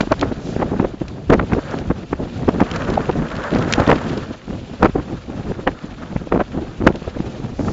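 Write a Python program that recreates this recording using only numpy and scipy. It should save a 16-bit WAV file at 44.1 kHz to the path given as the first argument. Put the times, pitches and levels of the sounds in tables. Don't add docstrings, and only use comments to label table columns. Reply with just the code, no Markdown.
import sys
import numpy as np
from scipy import signal
from scipy.fft import rfft, irfft, next_fast_len
from scipy.io import wavfile
from scipy.ndimage import uniform_filter1d, map_coordinates

SR = 44100
rng = np.random.default_rng(int(sys.argv[2]) if len(sys.argv) > 2 else 0)


def materialize(psi):
    bounded = np.clip(np.atleast_2d(psi).T, -1, 1)
    quanta = np.round(bounded * 32767).astype(np.int16)
    wavfile.write(sys.argv[1], SR, quanta)


def invert_db(level):
    return 10 ** (np.asarray(level, dtype=float) / 20)


N = 340452
FRAME = 8192

# time_s, headwind_db, runner_load_db, snow_dryness_db
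RIDE = [(0.0, -34.5, -42, 1.5), (0.66, -25.5, -42.5, 0), (1.14, -36, -52.5, -2), (1.7, -28, -39, 0.5),
        (2.06, -35.5, -46, -1), (2.54, -29.5, -42, 0), (2.73, -30, -30.5, -2.5), (3.101, -29, -35.5, 1),
        (3.499, -31, -29.5, -4), (3.741, -21.5, -26, 0), (4.1, -31, -33.5, 3), (4.401, -35, -45.5, -0.5),
        (4.92, -38, -46.5, 1), (5.63, -30, -45, -0.5), (5.94, -35, -42.5, -2), (6.62, -33.5, -45, -1.5),
        (7.31, -33.5, -44, 1.5), (7.72, -25.5, -53.5, -1)]
# frequency_hz, density_db (per Hz)
EDGE_COLOUR = [(300, -30.5), (700, 6.5), (1100, 3), (1800, -4), (2600, -13), (4000, -31.5), (7500, -66.5)]


def unit(x):
    return x / np.sqrt(np.mean(x ** 2) + 1e-20)


def strength(x, size):
    power = uniform_filter1d(uniform_filter1d(x ** 2, size=size), size=size)
    return np.sqrt(np.abs(power))


def wobble(rate):
    knots = rng.standard_normal(int(N * rate / SR) + 4)
    return map_coordinates(knots, [np.arange(N) * rate / SR])


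def gain_at(spectrum, size):
    hz, db = np.transpose(spectrum)
    grid = np.log(np.fft.rfftfreq(size, 1 / SR) + 1)
    return invert_db(np.interp(grid, np.log(hz), db, left=-120))


def coloured(x, spectrum):
    m = next_fast_len(N + FRAME)
    return irfft(rfft(x, m) * gain_at(spectrum, size=m), m)[:N]


def patchy(depth_db, bins, frames):
    z = signal.stft(rng.standard_normal(N + FRAME), nperseg=512)[2]
    field = uniform_filter1d(rng.standard_normal(z.shape), size=bins, axis=0)
    field = uniform_filter1d(field, size=frames, axis=1)
    return signal.istft(z * invert_db(depth_db * unit(field)), nperseg=512)[1][:N]


def crystals(rate, spread_db):
    hit = rng.random(N) < rate / SR
    return unit(hit * rng.uniform(-1, 1, N) * invert_db(spread_db * rng.uniform(-1.5, 1, N)))


def puffs(rows, shape, gain):
    out = np.zeros(N + 2 * FRAME)
    t = (np.arange(FRAME) - FRAME // 2) / SR
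    for s, db, ms, *colour in rows:
        swell = shape(t / (abs(ms) / 1000))
        puff = irfft(rfft(rng.standard_normal(FRAME)) * gain(*colour), FRAME) * swell
        level = invert_db(db) * np.sqrt(np.sum(swell ** 2) / np.sum(puff ** 2))
        out[min(round(s * SR), N):][:FRAME] += puff * level
    return out[FRAME // 2:][:N]


def ride_levels():
    s, *levels = np.transpose(RIDE)
    return [np.interp(np.arange(N) / SR, s, level) for level in levels]


def headwind(bumps):
    # frequency_hz, density_db (per Hz)
    rumble_colour = [(50, -24.5), (90, -6), (130, -1.5), (250, -3.5), (450, -13), (800, -20), (1600, -55)]
    wind_db, _, _ = ride_levels()
    lumps = invert_db(3.04 * bumps + 3.06 * wobble(11))
    rumble = unit(lumps * coloured(patchy(2.2, bins=2, frames=5), rumble_colour))
    return invert_db(wind_db + 2.0) * rumble


def spray():
    swells = [
        (0.49, -47, 33),
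        (7.63, -49, 33),
        (7.7, -46, 28),
        (7.8, -58.5, 12),
    ]
    airy = invert_db(-9 * np.log2((np.fft.rfftfreq(FRAME, 1 / SR) + 1) / 4800) ** 2)
    return puffs(swells, lambda u: np.exp(-(u / 2.8) ** 2), lambda: airy)


def slat():
    # start_s, peak_db, spread_ms, pitch_hz
    knocks = [
        (2.977, -6, 2.1, 733),
        (3.099, -14.5, 1.7, 756),
    ]
    f = np.fft.rfftfreq(FRAME, 1 / SR)
    return puffs(knocks, lambda u: np.exp(-(u / 1.4) ** 2), lambda hz: 1 / (1 + ((f - hz) / 140) ** 2))


def snaps():
    # start_s, peak_db, spread_ms
    breaks = [(0.009, -24, 3.5), (0.1217, -23, 1.4), (0.196, -31, 1.9), (0.2132, -21.5, 1.5),
              (1.083, -34.5, 2.2), (1.3013, -26, 0.7), (1.332, -35, 1.1), (1.536, -31, 0.96),
              (1.712, -32.5, 0.66), (1.788, -33, 1.9), (2.4903, -32.5, 1.3), (2.6053, -30, 1.5),
              (2.7146, -22.5, 1.1), (2.763, -28, 2.6), (2.9024, -30.5, 2), (2.9402, -34, 3.4),
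              (3.3666, -31, 1.2), (3.439, -31.5, 1.1), (3.55, -27.5, 1.6), (3.5877, -31.5, 2.8),
              (3.726, -12.5, 1), (3.7373, -8, 0.88), (3.8034, -27, 0.62), (3.8766, -25, 1.1),
              (3.8998, -26, 0.7), (3.9138, -27, 1.5), (3.9593, -29, 1.4), (4.1765, -32, 2.4),
              (6.8706, -20.5, 2), (6.9588, -32.5, 1.4)]
    after_ms, after_db = 17, -16.5
    again = [(s + after_ms * rng.uniform(.5, 1.3) / 1000, min(db, -25) + after_db, ms) for s, db, ms in breaks]
    bright = invert_db(-6.5 * np.log2((np.fft.rfftfreq(FRAME, 1 / SR) + 1) / 2700) ** 2)

    def strike(u):
        decay = np.exp(-np.maximum(u + 1.24, 0) / 1.82)
        return decay * (1 - np.exp(-4 * np.maximum(u + 0.92, 0)))

    return invert_db(6.5) * puffs([*breaks, *again], strike, lambda: bright)


def runners(bumps):
    scrape_colour = [(250, -33.5), (500, 8.5), (800, -0.5), (1300, 3), (1800, -2), (2200, -13),
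                     (3000, -18.5), (5000, -27)]
    hiss_colour = [(1200, -20.5), (2400, 2), (3500, 0), (4500, -3), (5600, -7.5), (6600, -8), (7400, -10.5)]
    crust_colour = [(600, -22.5), (1400, 5), (2600, 4.5), (4000, -4), (7400, -20)]
    _, load_db, dry_db = ride_levels()
    extra_load = load_db + 46.5
    hiss_db = -49.5 + 0.31 * extra_load + dry_db
    crunch_db = -55.5 + 0.87 * extra_load

    grit = 0.39 * crystals(500, spread_db=1.5)
    chatter = invert_db(1.0 * bumps + 2.9 * wobble(60) + 1.2 * wobble(7.5))
    scrape = unit(chatter * coloured(patchy(0.66, bins=4, frames=4) + grit, scrape_colour))

    fizz = 0.32 * crystals(770, spread_db=16.0)
    flutter = invert_db(0.15 * bumps + 2.0 * wobble(45))
    grains = patchy(1.5, bins=8, frames=3) + 0.13 * grit + fizz
    hiss = unit(flutter * coloured(grains, hiss_colour))

    clods = strength(crystals(55, spread_db=2.5), size=110)
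    crunch = unit(clods * coloured(rng.standard_normal(N), crust_colour))
    return invert_db(load_db + 1.5) * scrape + invert_db(hiss_db + 1.75) * hiss + invert_db(crunch_db) * crunch


def jolts():
    # start_s, peak_db, spread_ms
    knocks = [(0.0085, -15.5, 1.8), (0.1257, -13.5, 1.6), (0.2305, -15.5, 1.8), (0.6157, -27, 1.7),
              (0.7985, -20, 1.8), (0.8543, -28.5, 1), (1.3047, -11.5, 0.71), (1.3317, -16.5, 1.2),
              (1.3367, -11, 0.77), (1.3975, -13, 1.2), (1.523, -16, 0.65), (1.534, -18, 1),
              (1.9119, -25, 2.3), (2.1314, -20.5, 1.2), (2.4919, -17.5, 2.1), (2.6046, -12, 0.96),
              (3.8214, -15.5, 0.96), (3.8939, -14, 3.5), (3.9034, -8.5, 0.82), (3.9166, -10, 1.3),
              (3.9283, -17, 0.73), (4.8292, -8, 0.93), (4.857, -10.5, 0.94), (5.6755, -9, 0.83),
              (5.6814, -17.5, 2.4), (6.166, -24.5, .8), (6.324, -18.5, 1.2), (6.4054, -19, 1.9),
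              (6.8731, -6.5, 2.3), (7.685, -19, 0.97)]
    # delay_ms, relative_db, spread_ms
    bounces = [
        (-5, -11.5, .6),
        (4.5, -8.5, 0.55),
        (14.5, -15.5, 0.5),
    ]
    extra = [(s + delay / 1000, db + less + 3 * rng.standard_normal(), spread)
             for s, db, _ in knocks for delay, less, spread in bounces]
    edge = gain_at(EDGE_COLOUR, size=FRAME)
    return invert_db(1.0) * puffs([*knocks, *extra], lambda u: np.exp(-(u / 1.62) ** 2), lambda: edge)


def shaken(wind):
    # frequency_hz, density_db (per Hz)
    sway_colour = [(12, -30.5), (28, 9), (60, 12.5), (100, 12), (200, -43.5)]
    lumps = invert_db(2 * wobble(15))
    sway = unit(lumps * coloured(rng.standard_normal(N), sway_colour))
    rattle = unit(coloured(crystals(220, spread_db=5.0), EDGE_COLOUR))
    rocking = invert_db(-15.5) * strength(wind, size=1500) ** 0.74 * sway
    return rocking + invert_db(-19.5) * strength(wind, size=250) * rattle


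def shed():
    # start_s, length_ms, first_db, last_db
    flurries = [(0.209, 50, -19.5, -20), (0.593, 19, -20, -17.5), (0.818, 37, -16, -17),
                (1.316, 41, -12.5, -11), (1.384, 48, -15, -16.5), (1.502, 86, -18.5, -14.5),
                (2.203, 62, -18.5, -26), (2.547, 71, -16, -20.5), (2.718, 69, -21.5, -22.5),
                (2.891, 79, -17.5, -19), (3.159, 79, -19, -19.5), (3.53, 80, -13, -14.5),
                (3.625, 50, -21.5, -14.5), (3.784, 45, -13.5, -16.5), (3.879, 84, -11.5, -18),
                (4.102, 36, -22, -20.5), (4.481, 64, -25.5, -21.5), (4.7, 40, -28.5, -27.5),
                (4.868, 41, -18.5, -20.5), (5.08, 70, -23.5, -23), (5.286, 27, -25.5, -18),
                (5.454, 69, -26, -17.5), (6.104, 44, -27, -21.5), (6.325, 62, -10.5, -13.5),
                (6.55, 36, -20.5, -17.5), (6.627, 8, -22.5, -23.5), (6.805, 50, -16.5, -16.5),
                (6.888, 17, -14, -16.5), (7.597, 31, -14.5, -20.5), (7.662, 40, -23.5, -17)]
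    # start_s (of the centre), peak_db, spread_ms
    lone = [(0.0342, -19, 2.8), (0.0744, -18, 2), (0.3205, -16.5, 4.1), (0.3884, -21.5, 0.55),
            (0.4928, -20, 3.6), (0.736, -18, 5.7), (0.9433, -22.5, 2.6), (4.18, -20, 7), (1.7419, -15, 1.1),
            (1.8193, -21.5, 3.7), (2.0418, -28.5, 4.6), (2.1157, -25, 2.5), (3.0026, -17, 6),
            (3.7232, -26, 1.1), (4.3127, -21, 4), (4.8146, -21, 5.7), (4.988, -17.5, 8.3),
            (5.5931, -22.5, 3.8), (5.691, -14.5, 1), (5.8442, -23.5, 3.5), (6.033, -27, 3.9),
            (6.2174, -24.5, 2.2), (6.2732, -22.5, 1.8), (6.423, -24, 2.6), (6.9529, -23.5, 4),
            (7.0213, -20.5, 1.5), (7.0784, -18.5, 3), (7.1689, -19.5, 2.7), (7.4012, -23, 1.7),
            (7.499, -24.5, 2.6)]
    gap_ms, jitter_ms, spread_ms, scatter_db = 16.5, 2.5, 3.3, 1.0
    start, length, first, last = np.transpose(flurries)[..., None]
    count = np.arange(7)
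    chance = rng.standard_normal((len(flurries), 7, 4))
    ms = gap_ms * count + jitter_ms * chance[..., 0] * (count > 0)
    db = first + (last - first) * ms / length + scatter_db * chance[..., 1]
    db = db - 2 * np.maximum(ms - length, 0)
    trains = np.stack([start + ms / 1000, db, spread_ms * np.exp(0.26 * chance[..., 2])], axis=-1)
    rows = np.vstack([trains.reshape(-1, 3), lone])
    octaves = 0.0369 * (np.maximum(rows[:, 1], -30) + 20) + 0.18 * rng.standard_normal(len(rows))
    return np.column_stack([rows, 226 * 2 ** octaves]).tolist()


def gusts():
    # start_s (of the centre), peak_db, spread_ms, pitch_hz
    strong = [(0.0102, -9.5, 1.7, 225), (0.121, -10, 4.6, 405), (0.228, -13, 4.3, 373),
              (0.5655, -12, 1.5, 254), (0.6253, -13, 4.1, 450), (0.7186, -14.5, 2.1, 291),
              (0.8002, -9.5, 3, 272), (0.8501, -13, 2.8, 328), (1.0189, -14.5, 3.1, 219),
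              (1.3023, -5, 2.6, 227), (1.3307, -6, 5, 383), (1.3993, -18.5, 3.2, 380),
              (1.5373, -12, 2.8, 202), (1.9094, -10.5, 4.2, 172), (2.1324, -13, 2.8, 250),
              (2.4871, -7, 3.7, 270), (2.62, -8.5, 5, 271), (2.9762, -23, 2.1, 600),
              (3.0972, -11, 2.7, 324), (3.7994, -7.5, 0.95, 429), (3.9004, -11, 8.6, 336),
              (3.9288, -10, 2.2, 457), (4.8323, -7.5, 2.9, 463), (4.8525, -7.5, 6, 391),
              (4.96, -11.5, 3.8, 297), (5.6768, -13.5, 4.7, 335), (6.1632, -10, 1.3, 194),
              (6.4077, -13, 5.6, 449), (6.8719, -5.5, 4.3, 320), (7.2034, -14.5, 3, 211)]
    f = np.fft.rfftfreq(FRAME, 1 / SR) + 1

    def eddy(hz):
        octave = np.log2(f / hz)
        return invert_db(np.where(f > hz, -9 * np.abs(octave) ** 1.377, 5 * octave))

    return puffs([*strong, *shed()], lambda u: np.exp(-(u / 2.17) ** 2), eddy)


def scene():
    bumps = wobble(28)
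    wind = headwind(bumps) + gusts()
    heavy = wind + shaken(wind) + jolts()
    overshot = heavy * (1 + 0.52 * np.clip(heavy ** 2, 0, 1))
    return (overshot + slat() + snaps() + spray() + runners(bumps))[None]


def roll_off(x):
    return signal.sosfilt(signal.butter(12, 15900, fs=SR, output="sos"), x)


def record(dry):
    top_hz = 7664
    band = [(5, 0), (top_hz - 250, 0), (top_hz, -18), (top_hz + 200, -50), (20000, -80)]
    narrow = coloured(np.clip(dry[0], -1.0, 1.0), band)
    step_colour = [(100, 4), (15000, -3.0), (16000, -34), (21000, -32.0)]
    steps = unit(coloured(rng.standard_normal(N), step_colour))
    fizz = (invert_db(-100) + invert_db(-66) * np.abs(narrow)) * steps
    mix = (np.clip(narrow, -1.01, 1.01) + fizz)[None]
    return roll_off(mix)


dry = scene()
out = record(dry)
materialize(out)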